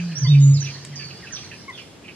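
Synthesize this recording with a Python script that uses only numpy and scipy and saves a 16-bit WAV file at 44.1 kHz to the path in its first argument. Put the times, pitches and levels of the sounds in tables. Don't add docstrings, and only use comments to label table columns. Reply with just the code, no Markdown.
import sys
import numpy as np
from scipy import signal
from scipy.fft import rfft, irfft, next_fast_len
from scipy.io import wavfile
from scipy.ndimage import uniform_filter1d

SR = 44100
rng = np.random.default_rng(int(sys.argv[2]) if len(sys.argv) > 2 else 0)


def master(y):
    cut = np.clip(np.atleast_2d(y).T, -1, 1)
    pcm = np.round(cut * 32767)
    wavfile.write(sys.argv[1], SR, pcm.astype(np.int16))


N = 94815
TIME = np.arange(N) / SR

# frequency in Hz, relative level in dB.
AIR_COLOUR = [(20, -25.5), (45, -18), (75, -5.5), (115, -1.5), (180, -3), (350, -4), (700, -12),
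              (1200, -18), (2500, -19), (5000, -23.5), (7500, -27.5), (10500, -35), (13000, -42.5),
              (15500, -47.5)]
RUMBLE_COLOUR = [(20, -34.5), (55, -21.5), (80, -15.5), (115, 4.5), (160, -2.5), (250, -11.5), (600, -36.5),
                 (2000, -65)]
CHORUS_COLOUR = [(500, -29.5), (1200, -3.5), (1700, -3.5), (2300, -5.5), (3000, -1), (3700, -6.5),
                 (4700, 1.5), (5800, -4.5), (7000, -10.5), (12000, -42)]
RUSTLE_COLOUR = [(2000, -25.5), (6000, -4.5), (8500, 0), (10700, -1.5), (12500, -12), (15500, -18)]
# time in seconds, level in dB.
RUMBLE_LEVEL = [(0, -49), (.5, -39.5), (.8, -49), (1.2, -47), (1.55, -48), (1.75, -57), (2.15, -54.5)]
CHORUS_LEVEL = [(0, -44.5), (.3, -46.5), (.55, -50.5), (.72, -42), (.9, -47), (1.2, -46), (1.42, -43.5),
                (1.62, -51.5), (1.75, -52.5), (1.79, -42.5), (1.84, -51.5), (2, -60.5), (2.15, -53)]
RUSTLE_LEVEL = [(0, -64), (.3, -64.5), (.5, -71.5), (.68, -64.5), (.95, -65), (1.3, -62), (1.66, -64.5),
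                (1.85, -59.5), (2.02, -71.5), (2.15, -64)]
# frequency in Hz, correlation.
AIR_LIKENESS = [(30, 0.9), (150, 0.91), (350, 0.77), (700, 0.58), (2000, 0.14), (4000, 0.55), (6000, -.3),
                (10000, 0.088)]
CHORUS_LIKENESS = [(1000, 0.92), (2200, 1), (3600, 0.38), (5000, -0.54), (7000, -0.5)]
# start and length in seconds, first and last pitch in Hz, relative level in dB.
FAR_SLURS = [(-.01, .07, 4776, 4770, -51.5), (0.111, 0.0248, 3425, 2210, -44),
             (.618, 0.013, 1537, 1718, -42), (0.749, 0.0228, 1526, 2128, -46),
             (.925, 0.034, 2220, 1730, -48.5), (0.989, 0.049, 1840, 1654, -47.5),
             (1.221, 0.042, 2226, 1514, -44), (1.304, .042, 2028, 1506, -44),
             (1.423, 0.019, 2988, 1910, -47), (1.507, 0.028, 2190, 1586, -45),
             (1.58, 0.0327, 1960, 1540, -56.5)]
FAR_TWITTERS = [(1.335, 0.0433, 9100, 9000, -59.5), (1.44, 0.037, 9000, 9100, -62),
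                (1.535, 0.065, 9100, 8900, -61)]
CHIRPS = [(.276, .02, 4700, 4100, -38), (.539, 0.044, 5600, 3900, -33.5), (.638, 0.025, 5900, 3164, -37),
          (.689, 0.0268, 4400, 5240, -38), (.732, .027, 4700, 3844, -39.5), (.955, 0.013, 6700, 4930, -34),
          (1.072, 0.032, 4747, 4005, -41.5), (1.355, 0.022, 5600, 2200, -33.5),
          (1.44, 0.026, 4450, 4000, -45.5), (1.58, .05, 5294, 5847, -49.5), (1.724, 0.047, 3550, 3324, -42)]
# start and length in seconds, centre in Hz, relative level in dB.
RASPS = [(-.005, 0.014, 2570, -37.5), (0.299, 0.03, 2664, -44), (0.335, 0.028, 2650, -35.5),
         (.622, 0.0352, 2680, -44), (0.662, 0.031, 2610, -36.5), (0.994, 0.046, 2520, -41.5),
         (1.102, 0.016, 2720, -42), (1.257, 0.03, 2670, -42), (1.51, 0.035, 2630, -41),
         (1.772, 0.039, 2750, -40), (2.038, 0.0287, 2550, -45.5), (2.077, 0.024, 2560, -39.5)]
# time in seconds, pitch in Hz, relative level in dB.
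GULP = [(0, 172.8, -25), (.06, 174.7, -26), (.145, 159.2, -30), (.165, 141, -40), (.185, 135, -29),
        (.205, 131.3, -48)]
BOOM = [(.207, 146, -45), (.222, 143.4, -20.5), (0.24, 133.5, -15), (0.253, 129, -16),
        (0.266, 107.3, -24.5), (0.278, 137.2, -14.5), (.296, 151.5, -13), (.328, 142.5, -10),
        (.39, 140.2, -9.5), (.51, 138.6, -9.5), (.548, 139.8, -14), (.59, 143.3, -19), (.625, 138, -28.5),
        (.66, 138.4, -26), (0.736, 138.4, -41.5), (.85, 141, -48.5)]
THIN_WHISTLE = [(.396, 7080, -50.5), (.408, 6965, -41.5), (.432, 6743, -35), (.47, 6937, -36.5),
                (.51, 6970, -38), (.55, 6840, -40.5), (.59, 7130, -60.5)]
# harmonic number, level in dB against the fundamental at full effort.
BITTERN_OVERTONES = [(2, -31.5), (3, -44.5)]
# start and length in seconds, first, held and last pitch in Hz,
# settling time in seconds, relative level in dB.
WHISTLES = [(0.152, 0.041, 5350, 5700, 7110, 0.0082, -29), (0.192, 0.047, 6800, 5743, 5690, 0.0096, -33),
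            (0.231, 0.051, 6600, 4574, 4507, 0.0044, -31), (0.26, 0.078, 2850, 3773, 3590, 0.014, -33),
            (0.599, 0.049, 6900, 5836, 5770, 0.0081, -29.5), (0.955, 0.116, 5190, 4553, 4460, .02, -36),
            (1.321, 0.039, 7000, 5790, 5620, 0.0075, -31)]
# delay in seconds, level in dB.
SONG_ECHOES = [(.052, -15.5), (.108, -17), (.2, -29)]
# start in seconds, level in dB.
TICKS = [(0.231, -47), (0.352, -44), (.849, -29.5), (.871, -41), (1.175, -43.5), (1.699, -44)]
# frequency in Hz, relative level in dB.
TICK_COLOUR = [(300, -22), (2000, 0), (4000, 0), (8500, -1), (11000, -16), (15000, -27.5)]
# start and length in seconds, first and last pitch in Hz, relative level in dB.
YELPS = [(0.246, 0.028, 1051, 955, -36.5), (1.679, 0.03604, 1095, 945.8, -35)]
# harmonic number, relative level in dB.
YELP_PARTIALS = [(1, -2.5), (2, 1), (3, -29.5)]


def amp(db):
    return 10 ** (np.asarray(db) / 20)


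def unit(x):
    return x / np.sqrt(np.mean(x ** 2) + 1e-20)


def read(points, hz):
    f, value = np.transpose(points)
    return np.interp(np.log(hz + 1), np.log(f + 1), value)


def add(mix, start_s, sound):
    at = round(start_s * SR)
    sound = sound[max(-at, 0):]
    part = mix[max(at, 0):][:len(sound)]
    part += sound[:len(part)]


def swell(t, edge_s):
    return np.sin(np.pi / 2 * np.clip(np.minimum(t, t[-1] - t) / edge_s, 0, 1))


def tone(hz, waver=0):
    drift = unit(uniform_filter1d(rng.standard_normal(len(hz)), int(.0044 * SR)))
    return np.sqrt(2) * np.sin(2 * np.pi * np.cumsum(hz * (1 + waver * drift)) / SR)


def glides(rows, edge_s, bend, waver):
    out = np.zeros(N)
    for start, length, first, last, db in rows:
        t = np.arange(0, length, 1 / SR)
        hz = first + (last - first) * (t / length) ** bend
        add(out, start, amp(db) * swell(t, edge_s) * tone(hz, waver))
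    return out


def gesture(points):
    s, hz, db = np.transpose(points)
    gain = amp(np.interp(TIME, s, db)) * (TIME >= s[0]) * (TIME <= s[-1])
    return np.interp(TIME, s, hz), abs(uniform_filter1d(gain, size=200))


def tail(x, t60):
    t = np.arange(SR) / SR
    taps = rng.standard_normal(SR) * (rng.random(SR) < .1)
    taps *= amp(-60 * t / t60) * np.minimum(t / .0042, 1)
    return signal.fftconvolve(x, taps / np.linalg.norm(taps))[:N]


def microphones(x, pan_db, lead_s):
    size = next_fast_len(N + 1000)
    delay = np.exp(-2j * np.pi * np.fft.rfftfreq(size, 1 / SR) * lead_s)
    right = irfft(rfft(x, size) * delay, size)[:N]
    return np.array([x * amp(pan_db / 2), right * amp(-pan_db / 2)])


def reedbed(x, pan_db, lead_s, scatter_db, wet_db):
    ahead, left, right = [amp(scatter_db) * tail(x, t60=.12) + amp(wet_db) * tail(x, t60=.62)
                          for _ in range(3)]
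    return microphones(x + ahead, pan_db, lead_s) + .607 * np.array([left, right])


def wash(colour, likeness, patchy_db, pan_db):
    hz = np.fft.rfftfreq(1024, 1 / SR)
    a, b, c, d, patches = rng.standard_normal((N // 256 + 5, 513, 5)).T
    patches = unit(uniform_filter1d(uniform_filter1d(patches, size=5, axis=0), size=22, axis=1))
    shared = read(likeness, hz)[:, None]
    left = a + 1j * b
    right = shared * left + np.sqrt(1 - shared ** 2) * (c + 1j * d)
    spectra = np.array([left, right]) * amp(read(colour, hz)[:, None] + patchy_db * patches)
    noise = signal.istft(spectra, nperseg=1024, noverlap=768)[1][:, :N]
    return unit(noise) * amp([[pan_db / 2], [-pan_db / 2]])


def marsh():
    def gain(levels):
        return amp(np.interp(TIME, *np.transpose(levels)))

    air = amp(-45.5) * wash(AIR_COLOUR, AIR_LIKENESS, patchy_db=0, pan_db=1)
    rumble = gain(RUMBLE_LEVEL) * wash(RUMBLE_COLOUR, AIR_LIKENESS, patchy_db=0, pan_db=-2.5)
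    chorus = gain(CHORUS_LEVEL) * wash(CHORUS_COLOUR, CHORUS_LIKENESS, patchy_db=4, pan_db=-2)
    rustle = gain(RUSTLE_LEVEL) * wash(RUSTLE_COLOUR, AIR_LIKENESS, patchy_db=4.5, pan_db=-1.5)
    low_cut = signal.butter(3, 64, "high", fs=SR, output="sos")
    return signal.sosfilt(low_cut, air + rumble) + chorus + rustle


def distant_birds():
    trill = [(.089 + k * .017, .011, 1493, 1817.5, -44) for k in range(9)]
    slurs = amp(-1.5) * glides(FAR_SLURS + trill, edge_s=.0065, bend=.744, waver=.022)
    twitters = amp(-5) * glides(FAR_TWITTERS, edge_s=.008, bend=1, waver=.016)
    return reedbed(slurs + twitters, pan_db=-1, lead_s=0, scatter_db=-8, wet_db=-8)


def warbler():
    width_hz, pulse_hz, fall = 530, 95.1, .12
    pole = np.exp(-np.pi * width_hz / SR)
    out = np.zeros(N)
    for start, length, centre, db in RASPS:
        t = np.arange(0, length, 1 / SR)
        pulses = np.diff(np.floor(t * pulse_hz + .5), prepend=0)
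        drive = unit(pulses) + 2.2 * rng.standard_normal(len(t))
        hz = centre * (1 + fall * (.5 - t / length))
        carrier = np.exp(2j * np.pi * np.cumsum(hz) / SR)
        rasp = (carrier * signal.lfilter([1], [1, -2 * pole, pole ** 2], drive / carrier)).real
        add(out, start, amp(db - 2.5) * unit(rasp * swell(t, edge_s=.0061)))
    return reedbed(out, pan_db=-6, lead_s=5.5e-5, scatter_db=-3.5, wet_db=-13.5)


def bittern():
    shudder_hz, echo_s = 31.5, .595
    shudder = .3 * np.clip((TIME - .5) / .1, 0, 1)
    voice = np.zeros(N)
    for call in (GULP, BOOM):
        hz, gain = gesture(call)
        phase = 2 * np.pi * np.cumsum(hz) / SR
        effort = gain / amp(-8.5)
        sideband = shudder * effort ** .19 * np.sin(phase - 2 * np.pi * shudder_hz * TIME)
        overtones = sum(amp(db) * effort * np.sin(k * phase) for k, db in BITTERN_OVERTONES)
        voice += np.sqrt(2) * gain * (np.sin(phase) + sideband + overtones)
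    far = amp(-33) * unit(tail(voice, t60=1.7))
    echo = voice * amp(-34 * abs(TIME - .31))
    echo = unit(echo) + amp(-12) * unit(tail(echo, t60=.65))
    add(far, echo_s, amp(-29.5) * unit(echo))
    return microphones(voice + far * voice.std(), pan_db=-1.2, lead_s=6.5e-5)


def songbird():
    flick_s = .022
    hz, gain = gesture(THIN_WHISTLE)
    song = amp(-.5) * gain * tone(hz, waver=.00875)
    for start, length, first, held, last, settle, db in WHISTLES:
        t = np.arange(0, length, 1 / SR)
        slide = (first - held) * np.exp(-t / settle)
        end_flick = (last - held) * np.clip(1 + (t - length) / flick_s, 0, 1) ** 2
        hz = held + slide + end_flick
        gain = amp(db - 3 - 18 * abs(np.log(hz / held)))
        add(song, start, gain * swell(t, edge_s=.0069) * tone(hz, waver=.009))
    echoed = song.copy()
    for delay, db in SONG_ECHOES:
        add(echoed, delay, amp(db) * tail(song, t60=.06))
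    chirps = amp(-5) * glides(CHIRPS, edge_s=.0035, bend=.9, waver=.024)
    perch = dict(pan_db=-7, lead_s=8.4e-5)
    return (reedbed(echoed, **perch, scatter_db=-3.5, wet_db=-8)
            + reedbed(chirps, **perch, scatter_db=-1, wet_db=-2))


def reed_ticks():
    size, rise_s, decay_s = 2000, .00067, .00346
    out, t = np.zeros(N), np.arange(size) / SR
    colour = amp(read(TICK_COLOUR, np.fft.rfftfreq(size, 1 / SR)))
    envelope = np.exp(-t / decay_s) * np.minimum(t / rise_s, 1)
    for start, db in TICKS:
        noise = unit(irfft(rfft(rng.standard_normal(size)) * colour))
        add(out, start, amp(db) * envelope * noise)
    return reedbed(out, pan_db=-1, lead_s=-2.2e-5, scatter_db=-11, wet_db=-23.5)


def waterbird():
    out = np.zeros(N)
    for start, length, first, last, db in YELPS:
        t = np.arange(0, length, 1 / SR)
        hz = first + (last - first) * (t / length) ** 2
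        yelp = unit(sum(amp(level) * tone(k * hz) for k, level in YELP_PARTIALS))
        add(out, start, amp(db - .5) * swell(t, edge_s=.0057) * yelp)
    return reedbed(out, pan_db=2, lead_s=-7e-5, scatter_db=-9.5, wet_db=-17.5)


def scene():
    return bittern() + songbird() + warbler() + distant_birds() + waterbird() + reed_ticks() + marsh()


def record(dry):
    low_pass = signal.firwin(511, 15650, window=("kaiser", 9), fs=SR)
    return signal.oaconvolve(dry, low_pass[None], "same")


dry = scene()
out = record(dry)
master(out)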